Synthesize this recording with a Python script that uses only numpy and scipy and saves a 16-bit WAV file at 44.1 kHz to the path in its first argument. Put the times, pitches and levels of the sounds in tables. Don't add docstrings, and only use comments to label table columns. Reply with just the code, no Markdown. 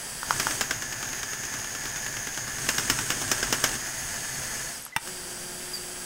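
import sys
import numpy as np
from scipy import signal
from scipy.fft import rfft, irfft
from scipy.io import wavfile

SR = 44100
rng = np.random.default_rng(int(sys.argv[2]) if len(sys.argv) > 2 else 0)


def store_pcm(level_fs):
    pcm = np.round(np.clip(level_fs, -1, 1) * 32767).astype(np.int16)
    wavfile.write(sys.argv[1], SR, np.atleast_2d(pcm).T)


N = 267157
TIME = np.arange(N) / SR
CUT_S, RESTART_S = 4.71, 4.96

# (frequency [Hz], level [dB])
FRAME_TONE = [(90, -5), (170, 0.5), (290, 6.5), (520, -2.5), (1000, -2), (1550, 2), (2400, -3.5),
              (3100, -1.5), (4150, -9), (5300, -1), (7000, -1.5), (9500, -11.5), (12500, -12.5),
              (15800, -11.5)]
# (frequency [Hz], level [dB])
TABLETOP_TONE = [(20, -9.5), (42, 1.5), (58, -1), (76, -11), (102, 4.5), (140, 2.5), (195, -16), (400, -11),
                 (1000, -66.5)]


def amp(db):
    return 10 ** (np.asarray(db) / 20)


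def unit(x):
    return x / np.sqrt(np.mean(x ** 2) + 1e-20)


def read(points, hz):
    f, value = np.transpose(points)
    return np.interp(np.log(hz + 1), np.log(f + 1), value)


def add(mix, s, sound):
    part = mix[max(round(s * SR), 0):][:len(sound)]
    part += sound[:len(part)]


def colour(x, spectrum, peaks=(), size=8192):
    hz = abs(np.fft.fftfreq(size, 1 / SR))
    db = read(spectrum, hz) + sum(d / (1 + (2 * (hz - f) / w) ** 2) for f, w, d in peaks)
    log_gain = np.log(amp(np.maximum(db, -100)))
    response = np.exp(np.conj(signal.hilbert(log_gain)))
    ring = np.fft.ifft(response).real[:size // 2]
    return signal.oaconvolve(x, ring / np.linalg.norm(ring))[:N]


def wander(hz):
    rolloff = 1 + (np.fft.rfftfreq(N, 1 / SR) / hz) ** 4
    return unit(irfft(rfft(rng.standard_normal(N)) / rolloff, N))


def grit(spread_db):
    return unit(rng.standard_normal(N) * amp(spread_db * wander(2240)))


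def each_turn(turns, size=2048, count=130, order=16):
    k = np.arange(count)
    surface = irfft(np.exp(2j * np.pi * rng.random(count)) * k ** 2 / (k ** 2 + order ** 2), size)
    return unit(np.interp(turns % 1, np.arange(size) / size, surface, period=1))


def beat(turns, depth):
    return unit(np.exp(depth * np.cos(2 * np.pi * turns)))


def spells(rows, rise_s, fall_s):
    return sum(amp(db) * np.clip((TIME - start) / rise_s, 0, 1)
               * np.exp(-np.maximum(TIME - end, 0) / fall_s) for start, end, db in rows)


def spin(coast_s=.25, spin_up_s=.125):
    coast = 1 - np.clip((TIME - CUT_S) / coast_s, 0, 1) ** 1.35
    restart = np.sin(np.pi / 2 * np.clip((TIME - RESTART_S) / spin_up_s, 0, 1))
    return np.maximum(coast, restart)


def motor_gain():
    # (time [s], level [dB])
    levels = [(0, -49.5), (.55, -49), (.75, -58.5), (2.5, -56.5), (2.7, -52.5), (3.85, -53.5), (4.0, -50.5),
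              (6.06, -50)]
    return amp(np.interp(TIME, *np.transpose(levels))) * spin() ** 1.55


def motor(turns, db=13, hiss_db=-2):
    # (frequency [Hz], level [dB])
    tone = [(40, 1), (80, -3), (150, 2.5), (420, -4), (800, -1.5), (1150, -6), (1600, 0), (2400, -6),
            (3200, -3.5), (4050, -11.5), (4600, -2.5), (7200, -2), (8900, -2), (11200, 0), (11900, -12),
            (14500, -8), (15800, -7)]
    # (frequency [Hz], width [Hz], boost [dB])
    case = [(4820, 120, 3), (7900, 95, 10), (8260, 180, 11.5), (10300, 350, 2.5)]
    hiss = signal.lfilter(*signal.butter(1, 5000, fs=SR), grit(0.89))
    scrape = each_turn(turns) + amp(hiss_db) * unit(hiss)
    scrape = unit(scrape * beat(3 * turns, 0.45) * beat(2 * turns, 0.034))
    return amp(db) * motor_gain() * colour(scrape, tone, case)


def whine(turns, flutter_db=3, waver=0.94, worn_db=-0.5):
    # (pitch [times motor speed], level [dB])
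    pitches = [(9, -6), (10, -7), (17.66, -12), (35, -9), (43, -7), (44, -4), (46, -5), (47, -5), (59, -8)]
    tones = sum(amp(db + flutter_db * wander(25)) * np.sin(2 * np.pi * k * turns) for k, db in pitches)
    worn = np.sin(2 * np.pi * 26.25 * turns + waver * wander(60)) * amp(flutter_db * wander(32))
    worn *= amp(worn_db) * spin() ** 7.3
    overrun = np.sin(2 * np.pi * 33 * turns + waver * wander(60))
    coasting = spells([(CUT_S, CUT_S + 0.052, -45)], rise_s=.03, fall_s=0.026)
    return motor_gain() * (tones + worn) + coasting * overrun


def hum(turns, pulse_hz=2017):
    levels = [-55, -50.5, -60]
    # (start [s], end [s], level [dB])
    free_runs = [(0, .2, -16), (5.02, 6.06, 0)]
    # (start [s], end [s], level [dB])
    singing = [(3.92, 4.72, -52), (4.923, 4.94, -42), (4.952, 4.964, -44)]
    rotor = sum(amp(db) * np.sin(2 * np.pi * k * turns) for k, db in enumerate(levels, 1))
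    rotor *= spells(free_runs, rise_s=.05, fall_s=.05)
    phase = 2 * np.pi * pulse_hz * TIME
    coils = np.sin(phase) + amp(-37) * np.sin(2 * phase)
    coils *= spells(singing, rise_s=.003, fall_s=0.005)
    return np.sqrt(2) * (rotor + coils)


def room_tone(db=-54):
    # (frequency [Hz], level [dB])
    tone = [(20, -29), (60, -21), (150, -7), (400, -3), (2000, -8.5), (9000, -12.5), (16000, -23)]
    return amp(db) * colour(rng.standard_normal(N), tone)


def gears(turns, db=5.5, table_db=-8):
    # (frequency [Hz], level [dB])
    tone = [(200, -6), (480, -10.5), (750, -4.5), (1200, -9.5), (1700, 0.5), (2200, -7.5), (3000, -11),
            (4200, -17.5), (5100, -6), (5700, -14.5), (6500, 3), (7400, -13), (9000, -21), (9800, -8),
            (10900, -33), (12100, -17.5), (15800, -19)]
    # (frequency [Hz], width [Hz], boost [dB])
    case = [(1726, 134, 5.7), (6730, 180, 4.15), (5960, 250, 4.8)]
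    # (start [s], end [s], level [dB])
    engaged = [(.22, 4.64, -41)]
    cycles = turns * 2 / 3
    force = unit(beat(3 * cycles, .35) * beat(4 * cycles + .25, .3))
    rub = unit(.5 * each_turn(cycles) + grit(0.68)) * force * amp(0.77 * wander(15))
    whirr = amp(db) * colour(rub, tone, case)
    rumble = amp(table_db) * colour(grit(8), TABLETOP_TONE)
    return spells(engaged, rise_s=0.066, fall_s=0.1) * (whirr + rumble)


def struck(blows, notes, tick_db):
    t, out = np.arange(SR // 6) / SR, np.zeros(N)
    for s, blow_db in blows:
        ring = sum(amp(db - 60 * t / fade_s) * np.sin(2 * np.pi * (hz * t + rng.random()))
                   for hz, db, fade_s in notes)
        tick = amp(tick_db) * rng.standard_normal(len(t)) * np.exp(-t / 0.0012)
        add(out, s, amp(blow_db) * (ring + tick) * (1 - np.exp(-t / 0.00026)))
    return out


def arm_knocks():
    # (time [s], level [dB])
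    blows = [(.231, -23), (.3078, -11), (.469, -14.5), (4.864, -32)]
    # (frequency [Hz], level [dB], time to fade 60 dB [s])
    notes = [(940, -2, 0.017), (1200, -4.5, 0.01), (1400, 3, 0.011), (1900, -14, 0.02),
             (3150, -11.5, 0.014), (5500, -5, 0.0069)]
    return struck(blows, notes, tick_db=-9)


def strain(turns, rattle_db=7, rasp_db=5.0, table_db=-2):
    # (frequency [Hz], level [dB])
    tone = [(3000, -11), (6000, 0.5), (7500, 6), (8300, 17), (9200, 7), (15000, -38)]
    # (frequency [Hz], width [Hz], boost [dB])
    case = [(8250, 360, 2.2), (6300, 270, 3.7), (10400, 520, 9.3)]
    # (start [s], end [s], level [dB])
    loads = [(.24, .56, -45), (.65, 2.5, -56.5), (2.54, 3.74, -44.5)]
    # (start [s], end [s], level [dB])
    tilts = [(3.88, 4.71, -47)]
    rattle = colour(grit(3.2) * amp(2 * wander(90)), FRAME_TONE)
    teeth = unit(.7 * each_turn(turns) + grit(2)) * beat(turns, .55)
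    rasp = colour(teeth, tone, case)
    rumble = colour(grit(1.3), TABLETOP_TONE)
    load = spells(loads, rise_s=0.11, fall_s=0.079)
    tilt = spells(tilts, rise_s=.08, fall_s=.04)
    return load * (amp(rattle_db) * rattle + amp(rasp_db) * rasp + amp(table_db) * rumble) + tilt * rasp


def tooth_snaps(tick_rows, db=2, rise_s=0.0011, snap_s=0.003, chatter_s=0.024):
    # (time [s], level [dB], treble [dB])
    skips = [(0.397, -12, -3), (0.507, -18, -6), (0.609, -11, -4), (0.708, -13.5, -6), (2.688, -10, -4.5),
             (2.781, -14.5, -0.5), (2.898, -9.5, -0.5), (2.987, -17, -4), (3.102, -12.5, -3),
             (3.215, -21.5, -2), (3.314, -11, 0), (3.427, -12.5, -19), (3.525, -9, -3.5), (3.639, -9, -1),
             (5.073, -32, 5)]
    # (frequency [Hz], width [Hz], boost [dB])
    ringing = [(1560, 120, 3.5), (2740, 100, 2), (5270, 210, 5)]
    t, blows = np.arange(SR // 10) / SR, np.zeros(N)
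    rise = (1 - np.exp(-t / rise_s)) ** 2
    fall = np.exp(-t / snap_s) + amp(-15) * np.exp(-t / chatter_s)
    for s, level_db, treble_db in skips + tick_rows:
        burst = rng.standard_normal(len(t)) * rise * fall
        dull = signal.lfilter(*signal.butter(1, 3500, fs=SR), burst)
        add(blows, s, amp(level_db) * (dull + amp(treble_db) * (burst - dull)))
    tooth = colour(blows, [(400, -4), (1400, 0)], ringing)
    return amp(db) * colour(tooth, FRAME_TONE)


def ticks(turns, start_s=.821, end_s=3.8, turns_per_tick=18, loose_per_s=7):
    first, last = np.interp([start_s, end_s], TIME, turns)
    times = np.interp(np.arange(first, last, turns_per_tick), turns, TIME)
    regular = [(s, -23 + 1.7 * rng.standard_normal(), -5) for s in times]
    strays = rng.uniform(start_s, end_s, int(loose_per_s * (end_s - start_s)))
    return regular + [(s, -32.5, 2.5) for s in strays]


def axle_squeaks(overtone_db=-12):
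    # (time [s], length [s], start pitch [Hz], end pitch [Hz], level [dB])
    squeaks = [(4.8235, 0.0022, 12000, 11400, -33), (4.851, 0.0022, 11400, 11100, -25.5),
               (5.731, 0.032, 4950, 4570, -30), (5.760, 0.025, 4720, 4500, -36)]
    out = np.zeros(N)
    for s, length, start_hz, end_hz, db in squeaks:
        hz = np.linspace(start_hz, end_hz, int(length * SR))
        hz *= 1 + 0.054 * rng.standard_normal(len(hz))
        phase = 2 * np.pi * np.cumsum(hz) / SR
        overtone = amp(overtone_db) * np.sin(3 * phase) * (3 * start_hz < SR / 2)
        add(out, s, amp(db) * (np.sin(phase) + overtone) * signal.windows.tukey(len(hz), .5))
    return out


def selector_clack():
    # (time [s], level [dB])
    blows = [(4.9632, -22.5), (4.9658, -28.5), (4.9690, -32), (4.9718, -43)]
    # (frequency [Hz], level [dB], time to fade 60 dB [s])
    notes = [(111, -8.5, 0.049), (205, -13, 0.067), (810, 0.5, 0.043), (940, -1, 0.042), (1250, -3, 0.021),
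             (1500, 2, 0.018), (1910, 4, .025), (2356, -10, 0.047), (2744, 8, 0.01), (3590, -8, 0.057),
             (5310, -2, 0.015), (5900, -2, .014), (8620, 1, 0.011)]
    return struck(blows, notes, tick_db=5.0)


def room(x, echo_db=-13):
    # (frequency [Hz], time to fade 60 dB [s])
    fades = [(150, 0.15), (1000, 0.24), (5000, 0.11), (15000, 0.22)]
    # (frequency [Hz], width [Hz], level [dB])
    dips = [(10950, 180, -7.5), (14200, 450, -5.5)]
    size = SR // 2
    echoes = rng.standard_normal(size) * (rng.random(size) < .06) * (np.arange(size) > .004 * SR)
    hz, t, bands = signal.stft(echoes, SR, nperseg=256)
    tail = signal.istft(bands * amp(-60 * t / read(fades, hz)[:, None]), SR)[1]
    reverb = signal.fftconvolve(x, tail / np.linalg.norm(tail))[:N]
    return colour(x + amp(echo_db) * reverb, [(0, 0)], dips)


def scene():
    # (time [s], speed [turns a second])
    speeds = [(0.2, 181.5), (0.5, 168.7), (0.76, 178.6), (1.06, 173), (1.16, 180), (1.62, 170.3),
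              (2.26, 174.3), (2.85, 167.8), (3.42, 170.8), (3.86, 166.5), (3.96, 172), (4.55, 167.3),
              (4.7, 170), (5.1, 183.4), (5.2, 180.4), (5.42, 178.4), (5.58, 180.7), (6.02, 179.7)]
    speed = np.interp(TIME, *np.transpose(speeds)) * spin() * (1 + .002 * wander(20))
    turns = np.cumsum(speed) / SR
    running = motor(turns) + whine(turns) + hum(turns) + gears(turns) + strain(turns)
    brief = arm_knocks() + tooth_snaps(ticks(turns)) + axle_squeaks() + selector_clack()
    mono = room(running + brief) + room_tone()
    return np.array([mono, mono])


def record(dry, cutoff_hz=15780):
    lowpass = signal.firwin(511, cutoff_hz, window=("kaiser", 9), fs=SR)
    return signal.oaconvolve(dry, lowpass[None], "same")


dry = scene()
out = record(dry)
store_pcm(out)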